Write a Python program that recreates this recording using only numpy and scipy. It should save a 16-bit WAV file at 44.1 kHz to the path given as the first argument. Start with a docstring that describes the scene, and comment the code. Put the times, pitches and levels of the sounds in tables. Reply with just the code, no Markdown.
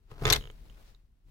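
"""A curtain is pulled open, close by, in a small, dead room.
Cloth swish and low rumble (filtered noise) come first; then hooks scrape along a wooden pole (random jerks).
Tugs thud in the pole (dying sines), and the metal hooks clash as they bunch up (crack, chatter, ring, knock).
Hooks tick as they settle (short falling squeaks with a knock), while single folds snap or drag (noise bursts).
Still air (filtered noise) lies under it all."""
import sys
import numpy as np
from scipy import signal
from scipy.fft import rfft, irfft, next_fast_len
from scipy.io import wavfile
from scipy.ndimage import uniform_filter1d

SR = 44100
rng = np.random.default_rng(int(sys.argv[2]) if len(sys.argv) > 2 else 0)


def to_wav(sig):
    """Store sig (one row per channel, or 1-D mono) as 16-bit WAV at the path in sys.argv[1].

    Samples outside -1..1 are clipped; the rate is SR.
    """
    pcm = np.clip(np.atleast_2d(sig), -1, 1) * 32767
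    pcm = np.round(pcm).astype(np.int16)
    wavfile.write(sys.argv[1], SR, pcm.T)  # frames by channels


N = 57330


def undb(db):
    """Decibels to gain."""
    return 10 ** (np.asarray(db) / 20)


def unit(x):
    """Scale to rms 1."""
    return x / np.sqrt(np.mean(x ** 2))


def clock():
    """Time of every sample in seconds."""
    return np.arange(N) / SR


def curve(rows):
    """Gain through points of (s, dB), linear in dB."""
    return undb(np.interp(clock(), *np.array(rows).T))


def decay(t60_s):
    """Envelope that falls 60 dB in t60_s."""
    return np.exp(-np.log(1000) * clock() / t60_s)


def pan(db):
    """Left and right gains; positive is louder on the left."""
    return undb(np.array([[db], [-db]]) / 2)


def convolve(x, response):
    """Play x through a response."""
    return signal.fftconvolve(np.atleast_2d(x), np.atleast_2d(response), axes=-1)[:, :N]


def colour(x, points):
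    """Minimum-phase filter through points of (Hz, dB), by folding the cepstrum to positive time."""
    hz, db = np.array(points).T
    size = 2 * next_fast_len(N)
    bin_hz = np.maximum(np.arange(size // 2 + 1) * SR / size, 1)
    gain_db = np.interp(np.log(bin_hz), np.log(hz), db)
    cepstrum = irfft(np.log(undb(gain_db)))
    cepstrum[1:size // 2] *= 2
    cepstrum[size // 2 + 1:] = 0
    response = np.exp(rfft(cepstrum))
    return irfft(rfft(x, size) * response, size)[..., :N]


def blow(s):
    """A unit impulse at time s."""
    return 1. * (np.arange(N) == int(s * SR))


def noise():
    """Unrelated noise left and right."""
    return rng.standard_normal((2, N))


def burst(envelope):
    """Noise of unit energy under an envelope."""
    return unit(noise() * envelope) / np.sqrt(N)


def walk(rate_hz):
    """Random wander about zero, rms near 1, with rate_hz new values a second joined smoothly."""
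    hold = int(SR / rate_hz)
    steps = np.repeat(rng.standard_normal(N // hold + 1), hold)
    return unit(uniform_filter1d(steps, hold)[:N])


def mode(hz, t60_s):
    """A dying sine; the higher it is, the more its phase differs between the sides."""
    diffuse_hz = 2310  # from here up the two phases are unrelated
    phase_turns = min(hz / diffuse_hz, 1) ** 2 * rng.random((2, 1))
    return decay(t60_s) * np.sin(2 * np.pi * (hz * clock() + phase_turns))


def ports(x):
    """The sound reaches the right side just after the left."""
    lag_s = 0.00016
    return np.array([x, np.roll(x, int(lag_s * SR))])


def pole_ring():
    """The pole and its frame ring in dying modes; those above the knee die faster."""
    # Each row: frequency in Hz, relative level in dB.
    pole_modes = [(110, -4.5), (137, 6.5), (428, 4.5), (464, 1), (683, -4), (1020, -2.5), (1245, -1),
                  (1372, -11), (1750, -8.5), (2230, -5)]
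    t60_s, knee_hz = 0.099, 510
    return sum(undb(db) * mode(hz, t60_s * min(knee_hz / hz, 1) ** .5) for hz, db in pole_modes)


def still_air():
    """Steady filtered noise of the still air."""
    # Colour. Each row: frequency in Hz, gain in dB.
    air_colour = [(50, 4), (200, -11), (600, -25), (2000, -28.5), (11000, -41), (15000, -50.5)]
    air_db = -78
    return unit(colour(noise(), air_colour)) * undb(air_db)


def cloth():
    """Folds brush past each other: a grainy swish of noise whose level follows the cloth movement."""
    # Cloth movement. Each row: time in seconds, relative level in dB.
    movement = [(0, -19.5), (.09, -10), (.115, 6.5), (.15, -14), (.2, 5), (.37, -6), (.42, 5), (.55, -2),
                (.72, -1), (.90, 0), (.97, -11.5), (1.1, -20.5), (1.26, -18), (1.275, -8)]
    # Colour. Each row: frequency in Hz, gain in dB.
    swish_colour = [(90, -9), (250, -8.5), (450, 2), (1300, -4), (1900, -5), (4000, -7), (8000, -16.5),
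                    (15000, -17)]
    cloth_db, grain_db, grain_hz = -65.5, 2, 1500
    fibres = noise() * undb(grain_db * walk(grain_hz))
    return unit(colour(fibres, swish_colour)) * curve(movement) * undb(cloth_db)


def rumble():
    """Low buffeting from the swinging curtain and the frame, nearly alike on both sides."""
    # Stirred air and frame. Each row: time in seconds, relative level in dB.
    rumble_curve = [(0, -59.5), (.09, -55.5), (.12, -47.5), (.2, -46), (.235, -27), (.31, -30.5),
                    (.34, -33), (.385, -32), (.415, -40), (.54, -47.5), (.63, -46.5), (.9, -52.5),
                    (1.22, -64), (1.27, -51.5)]
    # Colour. Each row: frequency in Hz, gain in dB.
    rumble_colour = [(12, -21), (24, 0), (39, 0.5), (76, -14.5), (112, -15.5), (190, -23.5), (400, -33),
                     (900, -58)]
    rumble_db, side_db = -2.5, -12.5
    gusts = colour(noise(), rumble_colour)
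    power = uniform_filter1d(gusts ** 2, size=SR // 8)
    mid, side = gusts / np.sqrt(power)  # evens out the level
    both = mid + undb(side_db) * np.array([side, -side])
    return both * curve(rumble_curve) * undb(rumble_db)


def scrape(pole):
    """Hooks stick and slip on the wood: uneven little jerks come in surges, rasp and ring the pole."""
    # Sliding effort. Each row: time in seconds, relative level in dB.
    effort = [(.06, -56), (.108, -32.5), (.117, -22), (.135, -30), (.21, -23), (.225, -12), (.25, -8),
              (.28, -1), (.328, -3.5), (.372, -10), (.39, -39.5), (.47, -61), (.54, -60.5)]
    # Colour of the rasp. Each row: frequency in Hz, gain in dB.
    rasp_colour = [(100, -10.5), (280, -6), (450, -0.5), (800, -2), (1400, -6), (2400, -14), (4500, -17),
                   (8000, -30), (15000, -35)]
    slips_per_s, scatter_db = 1500, 3
    surges_per_s, surge_db = 110, 0.5
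    rasp_db, pole_db = -31.5, -35
    strength = undb(scatter_db * np.clip(rng.standard_normal(N), -2, 2))
    slips = (rng.random(N) < slips_per_s / SR) * strength
    signs = np.sign(rng.standard_normal(N))
    slips = unit(slips * signs * undb(surge_db * walk(surges_per_s)))
    grit = ports(slips) + slips * noise()
    rasp = unit(colour(grit, rasp_colour)) * curve(effort) * undb(rasp_db)
    body = convolve(slips * curve(effort), unit(pole) / np.sqrt(N)) * undb(pole_db)
    return (rasp + body) * pan(db=2.5)


def bumps(pole):
    """Tugs of the curtain are soft pushes that ring mainly the low modes of the pole."""
    # Each row: time in seconds, relative level in dB.
    tugs = [(0.117, -1.5), (0.2212, 11), (0.2582, 12.5), (.312, 9)]
    # Colour of a push. Each row: frequency in Hz, gain in dB.
    push_colour = [(130, -1.5), (450, -7), (2200, -15)]
    bump_db = -44
    pushes = sum(undb(db) * blow(s) for s, db in tugs)
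    return convolve(colour(pushes, push_colour), pole) * undb(bump_db) * pan(db=1.5)


def chatter():
    """A quick, uneven run of recontacts with unit energy, held in strength before dying away."""
    contacts_per_s, hold_s, t60_s = 2200, 0.0054, 0.012
    contacts = (rng.random((2, N)) < contacts_per_s / SR) * np.sign(noise())
    envelope = np.minimum(decay(t60_s) * undb(60 * hold_s / t60_s), 1)
    return unit(contacts * envelope) / np.sqrt(N)


def knock(pole, contact):
    """A hook strikes the wood: a short clack and the ring of the pole."""
    # Colour of the clack. Each row: frequency in Hz, gain in dB.
    clack_colour = [(120, -11), (270, -19.5), (440, 6), (680, -2.5), (1100, -1), (1500, -2.5), (2200, 2),
                    (3700, -7), (5000, -27.5), (12000, -45.5)]
    pole_db = -41
    return colour(contact, clack_colour) + undb(pole_db) * pole


def hook_ring(note_hz):
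    """A struck hook rings in modes that all hooks share, slightly detuned, and in its own note."""
    # Each row: frequency in Hz, relative level in dB, 60 dB decay in seconds.
    hook_modes = [(2093, -11.5, .08), (2982, -9, 0.043), (3530, -13, 0.03), (3630, -8, .04),
                  (4298, -11.5, 0.04), (4440, -8.5, 0.0046), (5970, -14.5, 0.0095), (6854, -3, 0.014),
                  (8320, -9.5, 0.0086), (11570, -4, 0.021), (11750, -11, 0.024), (12460, -1, 0.0068)]
    detune_share, scatter_db = 0.0037, 3.5  # random spread: no two hooks or points of contact are alike
    note_db, note_t60_s = 5.5, 0.024
    ring = undb(note_db) * mode(note_hz, note_t60_s)
    for hz, db, t60_s in hook_modes:
        gain = undb(db + scatter_db * rng.standard_normal())
        ring = ring + gain * mode(hz * (1 + detune_share * rng.standard_normal()), t60_s)
    return ring


def hooks(pole):
    """Each clash is a crack, a short chatter of recontacts, the ring of the hook and a knock on the pole."""
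    # Each row: start in seconds, level in dB, brightness in dB, own note of the hook in Hz,
    # ring in dB, knock on the pole in dB, left-right balance in dB (levels are relative).
    clashes = [(.2536, -9, -14.5, 3540, 6.5, 14, -5.5), (.2679, -16.5, 1.5, 2430, -7.5, 20.5, 2.5),
               (.2764, -12, -5.5, 3200, -5, 12, 0), (.2878, -11, -9.5, 4280, -9.5, 7.5, 0),
               (.3012, 0.5, -7, 5852, -1.5, -14, 5.5), (.3074, -5.5, -20, 4075, -1.5, 0, 1.5),
               (0.3124, -20.5, -13, 3054, -9.5, 21.5, 0), (.3246, 1.5, -2.5, 4307, -3, -4, 5),
               (.3278, -8, 2.5, 3997, 8.5, -6, -0.5), (.3296, -13, 11, 4023, 0.5, -2.5, -1),
               (.3351, -8.5, -5, 3890, 11, -1, 0), (.3468, -10.5, -9.5, 3665, -6.5, 3.5, -3),
               (.3598, -8.5, -2.5, 3305, -0.5, 1, 0)]
    # Colour of the contact. Each row: frequency in Hz, gain in dB.
    crack_colour = [(150, -20), (500, -10), (1200, 3), (2400, 1), (3600, 5), (6000, -3.5), (7600, -10),
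                    (9800, -17), (12300, -8.5), (15500, -13)]
    # Balance of the metal. Each row: frequency in Hz, left over right in dB.
    metal_pan = [(300, 14), (1500, -4), (4000, 2.5), (7500, 11), (10000, 15), (13000, 2.5)]
    # Brightness shelf: start and end of its slope in Hz.
    shelf_hz = (6500, 11500)
    crack_db, chatter_db, ring_base_db = -2.5, 6.5, -22
    knock_base_db, knock_chatter_db = -.5, -2.5
    out = 0
    for s, db, bright_db, note_hz, ring_db, knock_db, pan_db in clashes:
        contact = undb(crack_db) * ports(blow(0)) + undb(chatter_db) * chatter()
        metal = colour(contact, crack_colour) + undb(ring_base_db + ring_db) * hook_ring(note_hz)
        metal = np.array([colour(channel, [(hz, sign * balance_db / 2) for hz, balance_db in metal_pan])
                          for channel, sign in zip(metal, (1, -1))])
        wood_contact = ports(blow(0) + undb(knock_chatter_db) * chatter()[0])
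        wood = undb(knock_base_db + knock_db) * knock(pole, wood_contact)
        push = colour(undb(db) * blow(s), [(shelf_hz[0], 0), (shelf_hz[1], bright_db)])
        out = out + convolve(push, metal + wood) * pan(pan_db)
    return out


def ticks(pole):
    """Hooks damped by the hanging cloth slip one by one: a tiny falling squeak and a clean knock on the pole."""
    # Each row: start in seconds, relative level in dB, final pitch in Hz, relative knock on the pole in dB.
    settling = [(0.4096, -11.5, 2970, 2.5), (0.4241, -13.5, 2890, 1.5), (0.439, -12, 2970, 3),
                (0.4541, -13, 3050, 5), (0.4730, -13, 2900, 3.5), (0.5001, -14, 2960, 8),
                (0.698, -19, 2910, 0.5), (0.9475, -21.5, 3720, -7)]
    squeak_db, length_s, attack_s, pan_db = -35.5, 0.0033, 0.00082, -11
    upper_hz, upper_db, knock_base_db = 6700, -11, -12.5
    glide_share, glide_s = 0.52, 0.00058  # starts sharp by this share and falls to its pitch
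    t = clock()
    rise = np.minimum(t / attack_s, 1) ** 2
    envelope = rise * np.exp(-(t / length_s) ** 4)
    radians_per_hz = 2 * np.pi * (t + glide_share * glide_s * (1 - np.exp(-t / glide_s)))
    upper = undb(upper_db) * np.sin(2 * np.pi * upper_hz * t)
    tap = knock(pole, ports(blow(attack_s)))
    out = 0
    for s, db, hz, knock_db in settling:
        squeak = envelope * (np.sin(hz * radians_per_hz) * pan(pan_db) + upper)
        tick = undb(squeak_db) * squeak + undb(knock_base_db + knock_db) * tap
        out = out + convolve(undb(db) * blow(s), tick)
    return out


def folds():
    """Single folds snap or drag over each other: bell-shaped bursts of grainy noise, each with its own band."""
    # Each row: centre in seconds, half length in seconds, relative level in dB, centre frequency in Hz.
    fold_rows = [(.5135, .0007, -58.5, 8000), (.655, 0.018, -68, 670), (0.776, .012, -64, 1300),
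                 (0.802, 0.029, -64, 526), (.882, 0.048, -70, 4460)]
    skirt_db = -28  # two octaves from the centre
    grain_db, grain_hz = 1.5, 790
    out = 0
    for s, half_s, db, hz in fold_rows:
        rough = noise() * undb(grain_db * walk(grain_hz))
        grain = colour(rough, [(hz / 4, skirt_db), (hz, 0), (hz * 4, skirt_db)])
        out = out + undb(db) * unit(grain) * np.exp(-2 * ((clock() - s) / half_s) ** 2)
    return out


def room(direct):
    """Reverberation of a small, dead room: a dense, quickly dying noise response."""
    t60_s, room_db, onset_s = 0.16, -16.5, 0.002
    response = burst(decay(t60_s) * np.minimum(clock() / onset_s, 1) ** 2)
    return undb(room_db) * convolve(direct, response)


def scene():
    """Hooks on the pole with their room, the curtain and still air."""
    pole = pole_ring()
    curtain = (cloth() + rumble() + bumps(pole) + folds()) * pan(db=2.5)
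    direct = scrape(pole) + hooks(pole) + ticks(pole)
    return direct + room(direct) + curtain + still_air()


def record(dry):
    """A steep elliptic low-pass cuts the top."""
    top_hz, ripple_db, stop_db = 15900, .2, 70
    return signal.sosfilt(signal.ellip(8, ripple_db, stop_db, top_hz, fs=SR, output="sos"), dry)


dry = scene()
out = record(dry)
to_wav(out)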